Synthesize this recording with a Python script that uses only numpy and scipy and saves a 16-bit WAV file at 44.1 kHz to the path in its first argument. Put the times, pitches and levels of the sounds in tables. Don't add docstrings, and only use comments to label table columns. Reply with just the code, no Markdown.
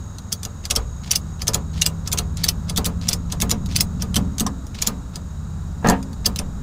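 import sys
import numpy as np
from scipy import signal
from scipy.fft import rfft, irfft
from scipy.io import wavfile
from scipy.ndimage import uniform_filter1d, map_coordinates

SR = 44100
rng = np.random.default_rng(int(sys.argv[2]) if len(sys.argv) > 2 else 0)


def dump_mix(stems):
    frames = np.atleast_2d(stems).T
    limited = np.clip(frames, -1, 1)
    pcm = np.round(limited * 32767).astype(np.int16)
    wavfile.write(sys.argv[1], SR, pcm)


N = 292250
TIME = np.arange(N) / SR


def amp(db):
    return 10 ** (np.asarray(db) / 20)


def fade(t, t60):
    return np.exp(-np.log(1000) * t / t60)


def unit(x, span=None):
    samples = span * SR if span else len(x)
    return x / np.sqrt(np.sum(x ** 2) / samples + 1e-18)


def curve(rows):
    s, *columns = np.transpose(rows)
    return [np.interp(TIME, s, column) for column in columns]


def add(track, s, sound):
    i = max(int(s * SR), 0)
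    track[i:i + len(sound)] += sound[:max(len(track) - i, 0)]


def noise(points, size):
    hz, db = np.transpose(points)
    f = np.maximum(np.fft.rfftfreq(size, 1 / SR), 1)
    gain = amp(np.interp(np.log(f), np.log(hz), db))
    return unit(irfft(rfft(rng.standard_normal(size)) * gain, size))


def band(x, hz, kind):
    sections = signal.butter(2, min(hz, SR / 2 - 1), kind, fs=SR, output="sos")
    return signal.sosfilt(sections, x)


def walk(rate):
    steps = rng.standard_normal(1024)
    return map_coordinates(steps, [TIME * rate], order=3, mode="wrap")


def ring(modes, t, scatter_db, detune):
    hz, db, t60 = (column[:, None] for column in np.transpose(modes))
    size, shift, phase = rng.standard_normal((3, len(modes), 1))
    tones = np.sin(2 * np.pi * (hz * (1 + detune * shift) * t + phase))
    return np.sum(amp(db + scatter_db * size) * fade(t, t60) * tones, axis=0)


# t/s, tension (0 slack to 1 taut)
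STRAP_TENSION = [(0, 0.11), (4.4, 1)]


def loaded(s, slack_taut):
    slack, taut = slack_taut
    return slack + (taut - slack) * np.interp(s, *np.transpose(STRAP_TENSION))


HANG_S, HANG_GROWTH = .0056, 4.05


def hang(s):
    return HANG_S * HANG_GROWTH ** loaded(s, (0, 1))


# f/Hz, relative level/dB, t60/s
BUCKLE_MODES = [(2710, -19, 0.028), (3210, -4, 0.023), (3450, -7, 0.041), (4470, -9.5, 0.064),
                (4980, 1.5, 0.02), (5030, -26, 0.0062), (5980, 8.5, 0.0098), (6300, 3.5, 0.014),
                (7230, 3.5, 0.0095), (7440, -3.5, 0.0064), (8120, -0.5, 0.014), (10400, 2, 0.0096),
                (11950, -6.5, 0.023), (14050, -3.5, 0.0096)]
# f/Hz, relative level/dB
STEEL_CRACK = [(300, -14), (1500, -4), (2700, -0.5), (4000, 3), (5200, 4), (7000, 1.5), (9000, -1),
               (12500, -6.5), (15000, -4.5)]


def snap(ring_hz, top_db, focus_db=7, focus_width=0.016, patchy_db=3.5, strike_t60=0.016,
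         buzz_db=-12, buzz_t60=0.08, pawl_db=0, pawl_t60=0.011, crack_db=3, bounce_db=-3,
         usual_top_db=-17):
    t = TIME[:2048]

    def favour(hz):
        return focus_db * np.exp(-(np.log(hz / ring_hz) / focus_width) ** 2)

    modes = [(hz, db + favour(hz), t60) for hz, db, t60 in BUCKLE_MODES]
    buckle = ring(modes, t, scatter_db=2.0, detune=0.03)
    pawl = np.sin(2 * np.pi * ring_hz * t) * fade(t, pawl_t60) * (1 - fade(t, pawl_t60))

    grid = np.linspace(300, 15500, 32)
    colour = np.interp(grid, *np.transpose(STEEL_CRACK)) + patchy_db * rng.standard_normal(len(grid))
    crack_envelope = fade(t, strike_t60) + amp(buzz_db) * fade(t, buzz_t60)
    crack = noise(np.c_[grid, colour], len(t)) * crack_envelope

    sound = unit(buckle) + amp(pawl_db) * unit(pawl) + amp(crack_db) * unit(crack)
    add(sound, rng.uniform(.001, .0028), amp(bounce_db) * unit(crack))

    hardness = amp(np.clip(2.1 * (top_db - usual_top_db), -7, 6))
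    sound = band(sound, 9500, "low") - hardness * band(sound, 9500, "high")
    return unit(sound * np.minimum(t / .0005, 1), span=.003)


# t/s, level/dB, ring f/Hz, brightness/dB, climb/s, tug level/dB
TOOTH_DROPS = [(0.3261, -3.5, 5150, -7, 0.011, 1), (1.1136, 1, 5960, -3, 0.08, -4),
               (1.1572, 0, 5000, -8, .04, -2), (1.8191, 1, 6500, -19.5, 0.087, -2),
               (1.8624, 0, 4960, -16.5, 0.019, 7.5), (2.4409, -1.5, 4540, -16, 0.072, -2),
               (2.4873, 1, 5290, -18, 0.03, 0.5), (3.0881, -1, 5680, -8, 0.077, 0),
               (3.1307, -4, 4770, -18, 0.029, -1), (3.762, -1, 4700, -6, 0.073, -14),
               (3.8073, 1.5, 5010, 4, .04, -1), (4.8219, -3.5, 6780, -18, 0.083, -6),
               (4.8718, 0, 6800, -5, 0.061, 3), (6.262, 2.5, 4844, -3, 0.016, 3)]
# t/s, level/dB, ring f/Hz, tug level/dB
PAWL_CATCHES = [(0.4507, -13.5, 6800, 0.5), (0.6533, -13, 4770, -7), (1.4187, -12, 4930, -0.5),
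                (2.0751, -11, 5580, 1), (2.6962, -11.5, 4940, 2.5), (3.322, -10.5, 6500, 3),
                (4.0211, -10.5, 5566, 3), (5.1571, -16.5, 4850, -2), (6.3895, -9, 5280, 4)]
# t/s, level/dB, ring f/Hz, brightness/dB, tug level/dB
LOADED_PULLS = [(0.7089, -1.5, 5750, -32, -3.5), (0.7612, -1.5, 5400, -25, 0.5),
                (1.48, -0.5, 6420, -17.5, 1.5), (1.5444, -1.5, 6900, -16.5, 0.5),
                (2.1285, -4, 7180, -6, -2), (2.1866, -4.5, 6530, -18.5, -1), (2.7756, -3.5, 3550, -15.5, 3),
                (2.8594, -4.5, 5960, -8, 1), (3.4194, -3.5, 6665, -15.5, 2), (3.5127, -1, 7030, -28, 0),
                (4.1645, -2.5, 3110, -20, 3), (4.405, -6, 6580, -16, 0)]
# t/s, level/dB, ring f/Hz, brightness/dB
HANDLE_RATTLES = [(0.184, -23.5, 4160, -34), (0.4315, -16, 4700, -17), (2.3711, -18.5, 7200, -29),
                  (3.6596, -23, 3907, -31), (4.465, -10.5, 5804, -33), (4.667, -30, 5750, -29),
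                  (5.8714, -15, 6440, -14), (5.8867, -6, 6560, -16), (5.898, -5, 7400, -12),
                  (6.0277, -26, 6700, -24), (6.13, -31, 4520, -30), (6.36, -13.5, 4000, -17)]
TOOTH_SCRAPE_DB, CATCH_SCRAPE_DB, PULL_SCRAPE_DB, TICK_SCRAPE_DB = -17, -11.5, -27, -28.5
CATCH_TOP_DB = -28
TIP_S, TIP_DB, TIP_TOP_DB = 0.0045, -13.5, -10
SWING_S, SKIM_DB = .06, -6
BREAK_DB, BREAK_TOP_DB = (-16, -12.5), -21.5
SKID_SHARE, SKID_DB, SKID_HZ, SKID_TOP_DB = .33, (-15.5, -7), 3680, -14


def contacts():
    previous = -np.inf
    for s, db, hz, top_db, *_ in TOOTH_DROPS:
        skim_db = SKIM_DB if s - previous < SWING_S else 0
        yield s - TIP_S, db + TIP_DB + skim_db, hz, TIP_TOP_DB, TICK_SCRAPE_DB
        yield s, db, hz, top_db, TOOTH_SCRAPE_DB + skim_db / 2
        previous = s
    for s, db, hz, _ in PAWL_CATCHES:
        yield s, db, hz, CATCH_TOP_DB, CATCH_SCRAPE_DB
    for s, db, hz, top_db, _ in LOADED_PULLS:
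        yield s - hang(s), loaded(s, BREAK_DB), hz, BREAK_TOP_DB, TICK_SCRAPE_DB
        skid_s = s - SKID_SHARE * hang(s)
        yield skid_s, loaded(s, SKID_DB), SKID_HZ, SKID_TOP_DB, TICK_SCRAPE_DB
        yield s, db, hz, top_db, PULL_SCRAPE_DB
    for s, db, hz, top_db in HANDLE_RATTLES:
        yield s, db, hz, top_db, TICK_SCRAPE_DB


def ratchet(snap_db=-9, drag_s=0.0062, rasp_db=-11):
    out = np.zeros(N)
    for s, db, ring_hz, top_db, drag_db in contacts():
        add(out, s, amp(db + snap_db) * snap(ring_hz, top_db))
        squeal_band = [(ring_hz / 1.4, -40), (ring_hz / 1.1, 0), (ring_hz * 1.1, 0), (ring_hz * 1.4, -40)]
        squeal = noise(squeal_band, size=1024)
        rasp = amp(rasp_db) * noise(STEEL_CRACK, size=1024)
        scrape = (squeal + rasp)[:int(drag_s * SR)]
        swell = np.sqrt(np.linspace(0, 1, len(scrape)))
        add(out, s - drag_s, amp(2 * db + drag_db) * scrape * swell)
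    return out


CLIMB_DB, QUICK_CLIMB_S = -31.5, 0.034
TAKE_UP_S, TAKE_UP_DB = 0.024, -42
LOAD_CREAK_DB = (-33, -31)


def creaks():
    for s, *_, climb_s, _ in TOOTH_DROPS:
        yield s, climb_s, CLIMB_DB - 20 * np.log10(max(climb_s / QUICK_CLIMB_S, 1))
    for s, *_ in PAWL_CATCHES:
        yield s, TAKE_UP_S, TAKE_UP_DB
    for s, *_ in LOADED_PULLS:
        yield s, hang(s), loaded(s, LOAD_CREAK_DB)


def webbing(grain_spread_db=5, grain_rate=420, grain_t60=.008):
    effort = np.zeros(N)
    for end, length, db in creaks():
        add(effort, end - length, amp(db) * np.linspace(.6, 1.1, max(int(length * SR), 1)))
    slip_size = amp(grain_spread_db * np.minimum(rng.exponential(size=N), 2))
    slips = (rng.random(N) < grain_rate / SR) * slip_size
    grains = signal.fftconvolve(slips, fade(TIME[:1024], grain_t60))[:N]
    rasp = noise([(300, 4), (1500, -1.5), (3000, 3.5), (5200, 3.5), (7500, -3.5), (10000, -14), (15000, -21)], N)
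    grip = unit(amp(4 * np.minimum(walk(130), 1.3)))
    return effort * grip * rasp * unit(unit(grains) + 0.68)


def truck_bed(x, echo_s=.0072, echo_db=-13, tail_db=-10.5, tail_t60=0.036):
    t = TIME[:6000]
    tail = band(rng.standard_normal(len(t)), 18600, "low")
    tail = tail * fade(t, tail_t60) * (1 - fade(t, 0.023))
    response = amp(tail_db) * unit(tail, span=1 / SR)
    response[0] += 1
    response[int(echo_s * SR)] += amp(echo_db)
    return signal.fftconvolve(x, response)[:N]


# f/Hz, relative level/dB, t60/s
HULL_AIR_MODES = [(135.4, -15.5, 1), (180, -4, 0.54), (198.1, -5, 0.59), (217.9, 4.5, 0.2),
                  (264.7, -8.5, 0.67), (281, -15, 1), (314, -22, 0.71)]
# f/Hz, relative level/dB, t60/s
SHELL_MODES = [(402, -0.5, 0.48), (446, 7.5, 0.22), (484.4, -1, 0.38), (545, 0.5, 0.31), (593.5, 1.5, 0.31),
               (602, -19.5, 0.66), (713, 5.5, 0.2), (771, 2, 0.15), (920, -9, 0.6), (990, 0, 0.27),
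               (1080, -11, 0.42), (1222, 4.5, 0.19), (1320, 17.5, 0.032), (1530, -53, 0.037),
               (1670, -16, 0.063), (1749, 6.5, 0.067), (1768, -35, 0.035), (1990, -12, 0.1)]
# f/Hz, relative level/dB
SHELL_DENSE_RINGS = [(100, 21), (300, 9.5), (600, 4.5), (1100, 5.5), (1800, -6.5), (2600, -8.5),
                     (5000, -17.5), (12000, -33)]


def hull_blow(knock_db, boom_db, rise_s, wash_db, wash_t60):
    t = TIME[:15000]
    wash = unit(noise(SHELL_DENSE_RINGS, len(t)) * fade(t, wash_t60))
    knock = unit(ring(SHELL_MODES, t, scatter_db=2.5, detune=0.0053))
    shell = unit(knock + amp(wash_db) * wash, span=0.036)
    boom = sum(amp(db) * fade(t, t60) * np.sin(2 * np.pi * hz * t) for hz, db, t60 in HULL_AIR_MODES)
    boom = unit(boom, span=0.043)
    return (amp(knock_db) * shell + amp(boom_db) * boom) * (1 - fade(t, rise_s))


# (boom level/dB slack, taut)
TOOTH_PULL_ON_HULL = ((-40, -27), (-66, -27.5))
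CATCH_PULL_ON_HULL = ((-34, -31.5), (-71, -31.5))
STROKE_PULL_ON_HULL = ((-21.5, -24), (-52, -15.5))
# t/s, length/s, relative knock level/dB, relative boom level/dB,
# squeak f/Hz, squeak level/dB against the knock
HULL_SLIDES = [(4.462, 0.0092, -29, -29, 1110, 8.5), (5.828, .01, -38.5, -35, 900, 5),
               (5.844, 0.043, -16.5, -17, 1740, -8), (5.885, .055, -17, -15, 1750, -14)]
# f/Hz, relative level/dB
BED_SCUFF = [(250, -10), (430, 17.5), (620, 11), (900, 15.5), (1450, -5), (1650, 12.5), (1830, 8.5),
             (2100, -4.5), (2800, -3), (4000, -19), (12000, -45)]
TUG_LAG_S = 0.00352
JUDDER_S, JUDDER_JITTER_S = 0.017, 0.000927
BRAKE_DB = -14.5


def hull(tug_db=-2, scuff_db=-5, scuff_t60=0.13, squeak_t60=.1, lurch_db=-8, lurch_rise_s=0.053,
         judder_boom_db=-9):
    out, t = np.zeros(N), TIME[:8192]
    tugs = ((TOOTH_DROPS, TOOTH_PULL_ON_HULL), (PAWL_CATCHES, CATCH_PULL_ON_HULL),
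            (LOADED_PULLS, STROKE_PULL_ON_HULL))
    for clicks, (knock, boom) in tugs:
        for s, *_, db in clicks:
            blow = hull_blow(loaded(s, knock), loaded(s, boom), rise_s=0.02, wash_db=6.5, wash_t60=0.2)
            add(out, s + TUG_LAG_S, amp(tug_db + db) * blow)

    for start, length, knock_db, boom_db, squeak_hz, squeak_db in HULL_SLIDES:
        lurch = hull_blow(knock_db + lurch_db, boom_db, rise_s=lurch_rise_s, wash_db=12.0, wash_t60=0.11)
        add(out, start, lurch)
        squeak_band = [(squeak_hz / 1.3, -45), (squeak_hz / 1.08, 0),
                       (squeak_hz * 1.08, 0), (squeak_hz * 1.3, -45)]
        for age in np.arange(0, length, JUDDER_S):
            s = start + age + JUDDER_JITTER_S * rng.standard_normal()
            db = knock_db + BRAKE_DB * (age / length) ** 4
            add(out, s, hull_blow(db - 4.0, db + judder_boom_db, rise_s=0.01, wash_db=2.5, wash_t60=0.18))
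            scuff = unit(noise(BED_SCUFF, len(t)) * fade(t, scuff_t60), span=0.035)
            squeak = unit(noise(squeak_band, len(t)) * fade(t, squeak_t60), span=0.0034)
            add(out, s, amp(db) * (amp(scuff_db) * scuff + amp(squeak_db) * squeak))
    return out


# t/s, cycle rate f/Hz, relative level/dB
ENGINE_RUN = [(0, 20.8, -31.5), (.55, 20.3, -33.5), (.82, 12, -24), (1.05, 16, -30.5), (1.35, 17.5, -27),
              (3.4, 19.3, -27), (4.25, 20, -26.5), (4.8, 14.5, -35.5), (5.1, 16.8, -31.5), (5.7, 17.1, -26),
              (6.63, 16.1, -34)]
# multiple of the cycle rate, relative level/dB
ENGINE_ORDER_LEVELS = [(2, -7), (3, -5), (4, 1.5), (5, 2), (6, -11), (7, -3.5), (8, -19), (9, -0.5),
                       (10, -20), (11, -7.5), (12, -14.5), (13, -16.5), (14, -20)]
# centre f/Hz, width/Hz, lift/dB
EXHAUST_RESONANCES = [(74, 120, 5.5), (169.4, 26, 7.5)]
COAST_HZ_PER_S, COAST_DB = 4.1, -9


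def engine(wobble=0.0012, flutter_db=1.2):
    hz, db = curve(ENGINE_RUN)
    slowing = uniform_filter1d(-np.gradient(hz) * SR, size=6000)
    coasting = np.clip(slowing / COAST_HZ_PER_S, 0, 1)
    phase = 2 * np.pi * np.cumsum(hz * (1 + wobble * walk(11))) / SR
    out = np.zeros(N)
    for k, order_db in ENGINE_ORDER_LEVELS:
        pipe_db = sum(lift / (1 + (2 * (k * hz - centre) / width) ** 2)
                      for centre, width, lift in EXHAUST_RESONANCES)
        dull_db = COAST_DB * coasting * (k > 6)
        level_db = order_db + pipe_db + dull_db + flutter_db * walk(5.5)
        out += amp(level_db) * np.sin(round(k) * phase + 2 * np.pi * rng.random())
    return amp(db - 1.5) * unit(out)


# f/Hz, downward sweep of a pulse/Hz, starting level/dB, pulses per s,
# fading/dB per s (negative grows)
NEAR_CRICKETS = [(6610, 300, -53, 56, 1.6), (3880, 220, -69, 150, -0.5)]
# f/Hz, relative level/dB
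FAR_CHORUS = [(3000, -50), (3800, 12.5), (4400, -24), (5700, -5), (6400, 3), (7000, 12), (7600, 2.5),
              (8600, -5), (9400, -15), (15000, -35)]


def crickets(chorus_db=-57):
    out = amp(chorus_db + walk(1.0)) * noise(FAR_CHORUS, N)
    for hz, sweep_hz, db, rate, fading_db in NEAR_CRICKETS:
        stroke = np.cumsum(rate * (1 + .01 * walk(5))) / SR % 1
        phase = 2 * np.pi * np.cumsum(hz + sweep_hz * (.5 - stroke)) / SR
        tone = np.sin(phase) * (1 + .5 * walk(110)) + .5 * walk(110) * np.cos(phase)
        level = amp(db - fading_db * TIME + walk(2.27))
        out = out + level * unit(tone * np.sin(np.pi * stroke))
    return out


# f/Hz, relative level/dB
OUTDOOR_AIR = [(5, -32), (15, 0), (35, -3), (62, 5.5), (110, -4), (200, -3.5), (320, -20.5), (600, -24.5),
               (1000, -22.5), (1350, -23), (2200, -39), (3100, -40.5), (5000, -38), (8000, -38),
               (10000, -48), (15000, -48)]
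# t/s, relative level/dB
RUMBLE_SWELLS = [(0, -37), (.8, -37), (2.2, -31), (4.1, -25.5), (5.4, -36.5), (6.63, -28)]


def outdoors(air_db=-34, split_hz=300):
    air = noise(OUTDOOR_AIR, N)
    rumble_db, = curve(RUMBLE_SWELLS)
    rumble = amp(rumble_db - 1 + walk(7.3)) * band(air, split_hz, "low")
    far_air = amp(air_db + .5 * walk(3.43)) * band(air, split_hz, "high")
    return rumble - far_air


def scene():
    strap = truck_bed(ratchet() + webbing())
    mono = strap + hull() + engine() + crickets() + outdoors()
    return np.array([mono, mono])


TOP_HZ = 15400


def record(dry):
    clipped = np.clip(dry, -1, 1)
    return signal.sosfilt(signal.ellip(8, .2, 70, TOP_HZ, fs=SR, output="sos"), clipped)


dry = scene()
out = record(dry)
dump_mix(out)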